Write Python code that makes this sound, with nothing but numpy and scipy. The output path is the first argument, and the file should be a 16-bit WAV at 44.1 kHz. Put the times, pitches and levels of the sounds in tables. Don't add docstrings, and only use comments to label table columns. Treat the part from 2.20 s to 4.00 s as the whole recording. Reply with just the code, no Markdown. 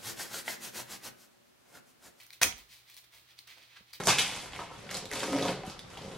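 import sys
import numpy as np
from scipy import signal
from scipy.fft import rfft, irfft, next_fast_len
from scipy.io import wavfile
from scipy.ndimage import uniform_filter1d

SR = 44100
rng = np.random.default_rng(int(sys.argv[2]) if len(sys.argv) > 2 else 0)


def master_out(mix):
    frames = np.transpose(np.atleast_2d(mix))
    ceiling = np.clip(frames, -1, 1)
    pcm = np.round(ceiling * 32767).astype(np.int16)
    wavfile.write(sys.argv[1], SR, pcm)


N = 79380
TIME = np.arange(N) / SR
FFT_SIZE = 2 * next_fast_len(N)
FREQS = np.maximum(np.arange(FFT_SIZE // 2 + 1) * SR / FFT_SIZE, 1)
SLAP_AT_S, SNAP_AT_S = 0.2162, 0.2323


def from_db(db):
    return 10 ** (np.asarray(db) / 20)


def unit_rms(x):
    return x / np.sqrt(np.mean(x ** 2) + 1e-20)


def curve(points):
    hz, value = np.transpose(points)
    return np.interp(np.log(FREQS), np.log(hz), value)


def colour(x, db):
    cepstrum = irfft(np.log(from_db(db)))
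    cepstrum[1:FFT_SIZE // 2] *= 2
    cepstrum[FFT_SIZE // 2 + 1:] = 0
    return irfft(rfft(x, FFT_SIZE) * np.exp(rfft(cepstrum)))[..., :N]


def low_cut(x, hz, order):
    return signal.sosfilt(signal.butter(order, hz, "high", fs=SR, output="sos"), x + 1e-18)


def flatten(x, bins):
    power = uniform_filter1d(np.abs(rfft(x, FFT_SIZE)) ** 2, bins)
    return colour(x, -10 * np.log10(np.maximum(power, 1e-12)))


def pan(x, db):
    return x * from_db([[db / 2], [-db / 2]])


def lean(x, balance):
    half_db = curve(balance) / 2
    return np.array([colour(x[0], half_db), colour(x[1], -half_db)])


def impulse(at_s):
    return 1. * (np.arange(N) == int(at_s * SR))


def crunch(peak_s, rise_s, fall_s):
    swell = np.exp(-np.abs(TIME - peak_s) / np.where(TIME < peak_s, rise_s, fall_s))
    return unit_rms(rng.standard_normal(N) * swell) / np.sqrt(N)


def ring(start_s, modes):
    age = np.maximum(TIME - start_s, 0)
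    return sum(from_db(db - 60 * age / t60) * np.sin(2 * np.pi * hz * age) for hz, db, t60 in modes)


def diffuse_noise():
    # freq_hz, correlation
    likeness = [(100, 0.5), (500, 0.6), (1200, -0.2), (3000, 0.13), (6000, -0.38), (14000, -0.11)]
    alike = np.clip(curve(likeness), -.98, .98)
    mid = colour(rng.standard_normal(N), 10 * np.log10((1 + alike) / 2))
    side = colour(rng.standard_normal(N), 10 * np.log10((1 - alike) / 2))
    return np.array([mid + side, mid - side])


def room_tone():
    # freq_hz, gain_db
    air_eq = [(20, -26.5), (35, -16), (60, -4), (100, -5.5), (180, -11.5), (250, -14), (340, -7.5),
              (455, -14), (1200, -8), (2420, -8.5), (3980, -7), (7460, -19.5), (15500, -17)]
    air_db, hum_db, hum_hz = -65, -79.5, 123
    air = from_db(air_db) * unit_rms(colour(diffuse_noise(), curve(air_eq)))
    hum = from_db(hum_db) * np.sqrt(2) * np.sin(2 * np.pi * hum_hz * TIME)
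    return pan(air + hum, db=-2.5)


def stroke(peak_s, rise_s, fall_s, eq_db):
    grains_per_s, spread_db, hiss_gain = 2800, 3.5, 0.65
    slips = (rng.random(N) < grains_per_s / SR) * rng.choice([-1, 1], N)
    grains = slips * from_db(spread_db * np.minimum(rng.exponential(1, N), 4))
    friction = unit_rms(grains) + hiss_gain * rng.standard_normal(N)
    age = TIME - peak_s
    swell = np.exp(-np.where(age < 0, (age / rise_s) ** 2, age / fall_s))
    return swell * unit_rms(colour(friction, eq_db))


def hand_rubs():
    # peak_s, rise_s, fall_s, level_db, bass_db, treble_db, pan_db
    rubs = [(0.004, 0.042, 0.037, -53, 7.5, 3, -2), (0.14, 0.019, 0.017, -56.5, 3.5, 6, -1.5),
            (0.388, 0.03, 0.028, -53.5, 12.5, 5.5, 1), (0.538, 0.042, 0.048, -55, 1, 3, 0.5),
            (0.704, 0.034, 0.046, -57, -1.5, 1.5, -1), (0.778, 0.0071, 0.013, -50, -4.5, 3.5, 0.5),
            (0.844, 0.0072, 0.013, -60, 0, 3.5, -3), (0.946, 0.023, 0.05, -56, 10, 5.5, -1),
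            (1.112, 0.032, 0.019, -59, 4, -3.5, 0), (1.189, 0.015, 0.02, -56.5, -15, -2, -4),
            (1.278, 0.0064, 0.044, -55.5, 7, -2, 0.5), (1.309, 0.023, 0.04, -56.5, 1, -2, -6),
            (1.384, 0.017, 0.01, -59, 4, -4, -0.5), (1.434, 0.053, 0.046, -60, 0.5, -7, -0.5),
            (1.545, 0.066, 0.026, -61, 2.5, -8.5, -2), (1.572, 0.018, 0.027, -55, -3, -10.5, 0),
            (1.71, 0.044, 0.014, -64, -13.5, -6.5, -1.5), (1.751, 0.016, 0.017, -50.5, 0, 0.5, -1.5)]
    # freq_hz, gain_db
    rub_eq = [(60, -9.5), (300, -22), (800, -11), (1400, -8), (2100, 3.5), (3000, 3), (4300, 3), (5800, -3),
              (7200, -7), (10000, -11), (12500, -11), (15500, -10)]
    bass_hz, treble_hz = 1510, 6100
    bass_shelf = 1 / (1 + (FREQS / bass_hz) ** 4)
    treble_shelf = 1 / (1 + (treble_hz / FREQS) ** 4)
    rustle = 0
    for peak_s, rise_s, fall_s, level_db, bass_db, treble_db, pan_db in rubs:
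        eq_db = curve(rub_eq) + bass_db * bass_shelf + treble_db * treble_shelf
        rustle += pan(from_db(level_db) * stroke(peak_s, rise_s, fall_s, eq_db), pan_db)
    return rustle


def plastic_clicks():
    # start_s, level_db, low_ring_db, high_ring_db, high_pitch_hz, pan_db
    clicks = [(0.0337, -41, -19, -27, 4160, 22), (0.0662, -34.5, -15, -27, 4200, 6),
              (0.1053, -32.5, 16, 8.5, 4130, 1), (0.129, -35.5, -8, 3, 4200, -10),
              (0.1328, -34.5, 17, 10, 4130, 4), (0.3249, -39.5, 27.5, 20, 2920, -3),
              (0.3812, -36.5, 8.5, -8, 4160, -16.5), (0.7004, -32.5, -1, -8, 4340, -1),
              (0.7437, -33, -17, -1.5, 4250, 6), (0.7670, -27.5, -3, 2.5, 4370, -1.5),
              (1.19, -31.5, 0, 11.5, 4300, 2), (1.2745, -39.5, 2, 2, 4670, -17.5),
              (1.7320, -33.5, 2, 9.5, 4850, 3), (1.7353, -25, 9, 3.5, 4760, 3),
              (1.7410, -38, 4.5, 12, 4800, -2)]
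    # pitch_hz, gain_db, t60_s
    low_modes = [(2367, -29.5, 0.02), (2160, -34, 0.023)]
    # pitch_ratio, gain_db, t60_s
    cluster = [(0.939, -19.5, 0.0048), (1, -19.5, 0.0097), (1.129, -26.5, 0.0051)]
    # freq_hz, gain_db
    tick_eq = [(300, -22), (1200, 2), (2200, -3), (3200, -6), (4500, -9), (6000, 8.5), (7200, -5.5),
               (10300, 1), (12300, -2.5), (14500, 3.5)]
    ticks, rings = 0, 0
    for start_s, level_db, low_db, high_db, pitch_hz, pan_db in clicks:
        gain = pan(from_db(level_db), pan_db)
        low = from_db(low_db) * ring(start_s, low_modes)
        high_modes = [(pitch_hz * ratio, db, t60) for ratio, db, t60 in cluster]
        high = from_db(high_db) * ring(start_s, high_modes)
        ticks += gain * crunch(start_s, rise_s=0.0005, fall_s=0.001)
        rings += gain * (low + high)
    return colour(ticks, curve(tick_eq)) + low_cut(rings, hz=1800, order=2)


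def blow(peak_s, contact_db, crunch_db, rise_s, fall_s):
    force = from_db(contact_db) * impulse(peak_s) + from_db(crunch_db) * crunch(peak_s, rise_s, fall_s)
    return flatten(force, bins=3000) * np.sqrt(np.sum(force ** 2))


def palm_slap():
    # peak_s, contact_db, crunch_db, rise_s, fall_s
    bursts = [(0.2142, -18.5, -11.5, 0.00018, 0.0014), (0.2163, -2, 4, 0.00036, 0.0034),
              (0.224, -6.5, 3, .0018, .015)]
    # freq_hz, gain_db
    slap_eq = [(30, -26.5), (60, -10), (130, -5.5), (300, -7), (460, -7), (600, 2), (790, 5.5), (1050, -3),
               (1400, 4.5), (2400, 3), (3050, -2), (4200, -1), (6000, -2), (7500, -9.5), (9000, -9),
               (12000, -11.5), (15500, -9)]
    # pitch_hz, level_db, t60_s
    echo_modes = [(1356, -33, 0.01264), (1850, -37, 0.0052)]
    slap = colour(sum(blow(*burst) for burst in bursts), curve(slap_eq))
    echo_ring = ring(start_s=0.2238, modes=echo_modes)
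    return pan(slap + echo_ring, db=1)


def hollow_body():
    # pitch_hz, gain_db, t60_s
    modes = [(600, -50.5, 0.25), (758, -45.5, 0.087), (1374, -35.5, 0.15), (1526, -44, 0.11),
             (1800, -46, 0.18), (2165, -41, .19), (2240, -44, 0.16), (2442, -35, 0.097), (2924, -35.5, .12),
             (4100, -38.5, 0.19), (5390, -35, 0.14), (6160, -37.5, 0.11)]
    slap_db, snap_db = -6, -20.5
    shell = from_db(slap_db) * ring(SLAP_AT_S, modes) + from_db(snap_db) * ring(SNAP_AT_S, modes)
    return pan(shell, db=-3)


def floor_boom():
    # pitch_hz, gain_db, t60_s
    modes = [(55, -50, 0.68), (88, -41.5, 0.14), (150, -46, 0.14), (170, -51.5, 0.27), (268.5, -48, 0.21)]
    rise_s = 0.04
    swell = 1 - np.exp(-np.maximum(TIME - SLAP_AT_S, 0) / rise_s)
    return pan(swell * ring(SLAP_AT_S, modes), db=-9)


def hatch_snap():
    # peak_s, contact_db, crunch_db, rise_s, fall_s
    bursts = [(0.2299, 0, 3.5, 0.0029, 0.0013), (0.2325, -1, 9.5, 0.00051, 0.00055),
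              (0.2395, -9.5, 0.5, .0012, 0.0028)]
    # freq_hz, gain_db
    snap_eq = [(100, -25), (800, -12), (1800, -5), (2550, 6), (3100, -1), (4900, -4), (6200, 3.5),
               (7200, -5.5), (9500, -4.5), (12000, -11.5), (15200, -10.5)]
    return colour(sum(blow(*burst) for burst in bursts), curve(snap_eq))


def latch_ping():
    # pitch_hz, level_db, t60_s
    modes = [(2600, -15.5, 0.013), (6120, -18, 0.0085)]
    return pan(ring(SNAP_AT_S, modes), db=-3)


def board_bumps():
    # start_s, level_db, pitch_hz, t60_s
    bumps = [(0.252, -44.5, 86, 0.19), (0.338, -46, 56.6, 0.099), (0.505, -66.5, 213, 0.051),
             (1.608, -54.5, 202, 0.045), (1.608, -54.5, 469, 0.015), (1.724, -66, 70.3, 0.18)]
    return pan(sum(ring(start_s, [(hz, db, t60)]) for start_s, db, hz, t60 in bumps), db=-6.5)


def board_scuffs():
    # peak_s, rise_s, fall_s, level_db, centre_hz, half_width_octaves
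    scuffs = [(1.315, 0.024, 0.029, -56.5, 2600, 0.52), (1.38, 0.015, 0.014, -66.5, 600, 0.9),
              (1.571, 0.012, 0.0081, -56.5, 1440, 0.35)]
    rasp = 0
    for peak_s, rise_s, fall_s, level_db, centre_hz, octaves in scuffs:
        band_db = -10 * np.log10(1 + (np.log2(FREQS / centre_hz) / octaves) ** 4)
        rasp += from_db(level_db) * stroke(peak_s, rise_s, fall_s, band_db)
    return rasp


def near_scatter(x):
    decay_s, gain_db = 0.00076, 0.5
    scatter = np.array([crunch(0, decay_s, decay_s) for channel in range(2)])
    scatter = low_cut(scatter, hz=1200, order=1)
    paths = np.array([flatten(impulse(0) + side, bins=600) for side in scatter])
    return from_db(gain_db) * signal.fftconvolve(x, paths, axes=1)[:, :N]


def room_reverb(x):
    # centre_hz, t60_s
    decays = [(100, 0.32), (700, 0.28), (2500, 0.24), (6000, 0.23), (15000, 0.15)]
    # freq_hz, gain_db
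    tail_eq = [(60, -3), (300, 6.5), (1000, -1.5), (2500, -5), (4300, -2), (6300, -2.5), (9000, -0.5),
               (15000, 1.5)]
    # freq_hz, left_minus_right_db
    tail_balance = [(100, -9), (800, 0), (2000, -8.5), (3300, -1.5), (4400, 1), (6200, -4), (8600, 4),
                    (11500, 0), (15000, 0)]
    predelay_s, build_s = 0.00056, 0.0036
    noise_spectrum = rfft(diffuse_noise(), FFT_SIZE)
    age = np.maximum(TIME - predelay_s, 0)
    centres_hz, t60s = np.transpose(decays)
    tail = 0
    for share, t60 in zip(np.eye(len(decays)), t60s):
        crossover = np.interp(np.log(FREQS), np.log(centres_hz), share)
        band = irfft(noise_spectrum * crossover)[:, :N]
        fade = from_db(-60 * age / t60) * (1 - np.exp(-age / build_s))
        tail += band * unit_rms(fade) / np.sqrt(N)
    tail = np.array([flatten(side, bins=170) for side in tail])
    tail = lean(colour(tail, curve(tail_eq)), tail_balance)
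    return signal.fftconvolve(x, tail, axes=1)[:, :N]


def scene():
    # freq_hz, left_minus_right_db
    close_balance = [(100, 2), (1000, -5), (3000, -2.5), (4400, 6.5), (5900, -5), (8700, 10.5), (11500, 7),
                     (15000, -7.5)]
    click_send_db = -2
    foam = palm_slap() + hatch_snap() + hand_rubs() + board_scuffs()
    plastic = plastic_clicks()
    close = lean(near_scatter(foam) + plastic, close_balance)
    reflected = room_reverb(foam + from_db(click_send_db) * plastic)
    resonances = hollow_body() + floor_boom() + latch_ping() + board_bumps()
    return close + reflected + resonances + room_tone()


def record(dry):
    cutoff_hz = 15900
    high_cut = signal.ellip(10, .2, 70, cutoff_hz, fs=SR, output="sos")
    return signal.sosfilt(high_cut, low_cut(dry, hz=36, order=3))


dry = scene()
out = record(dry)
master_out(out)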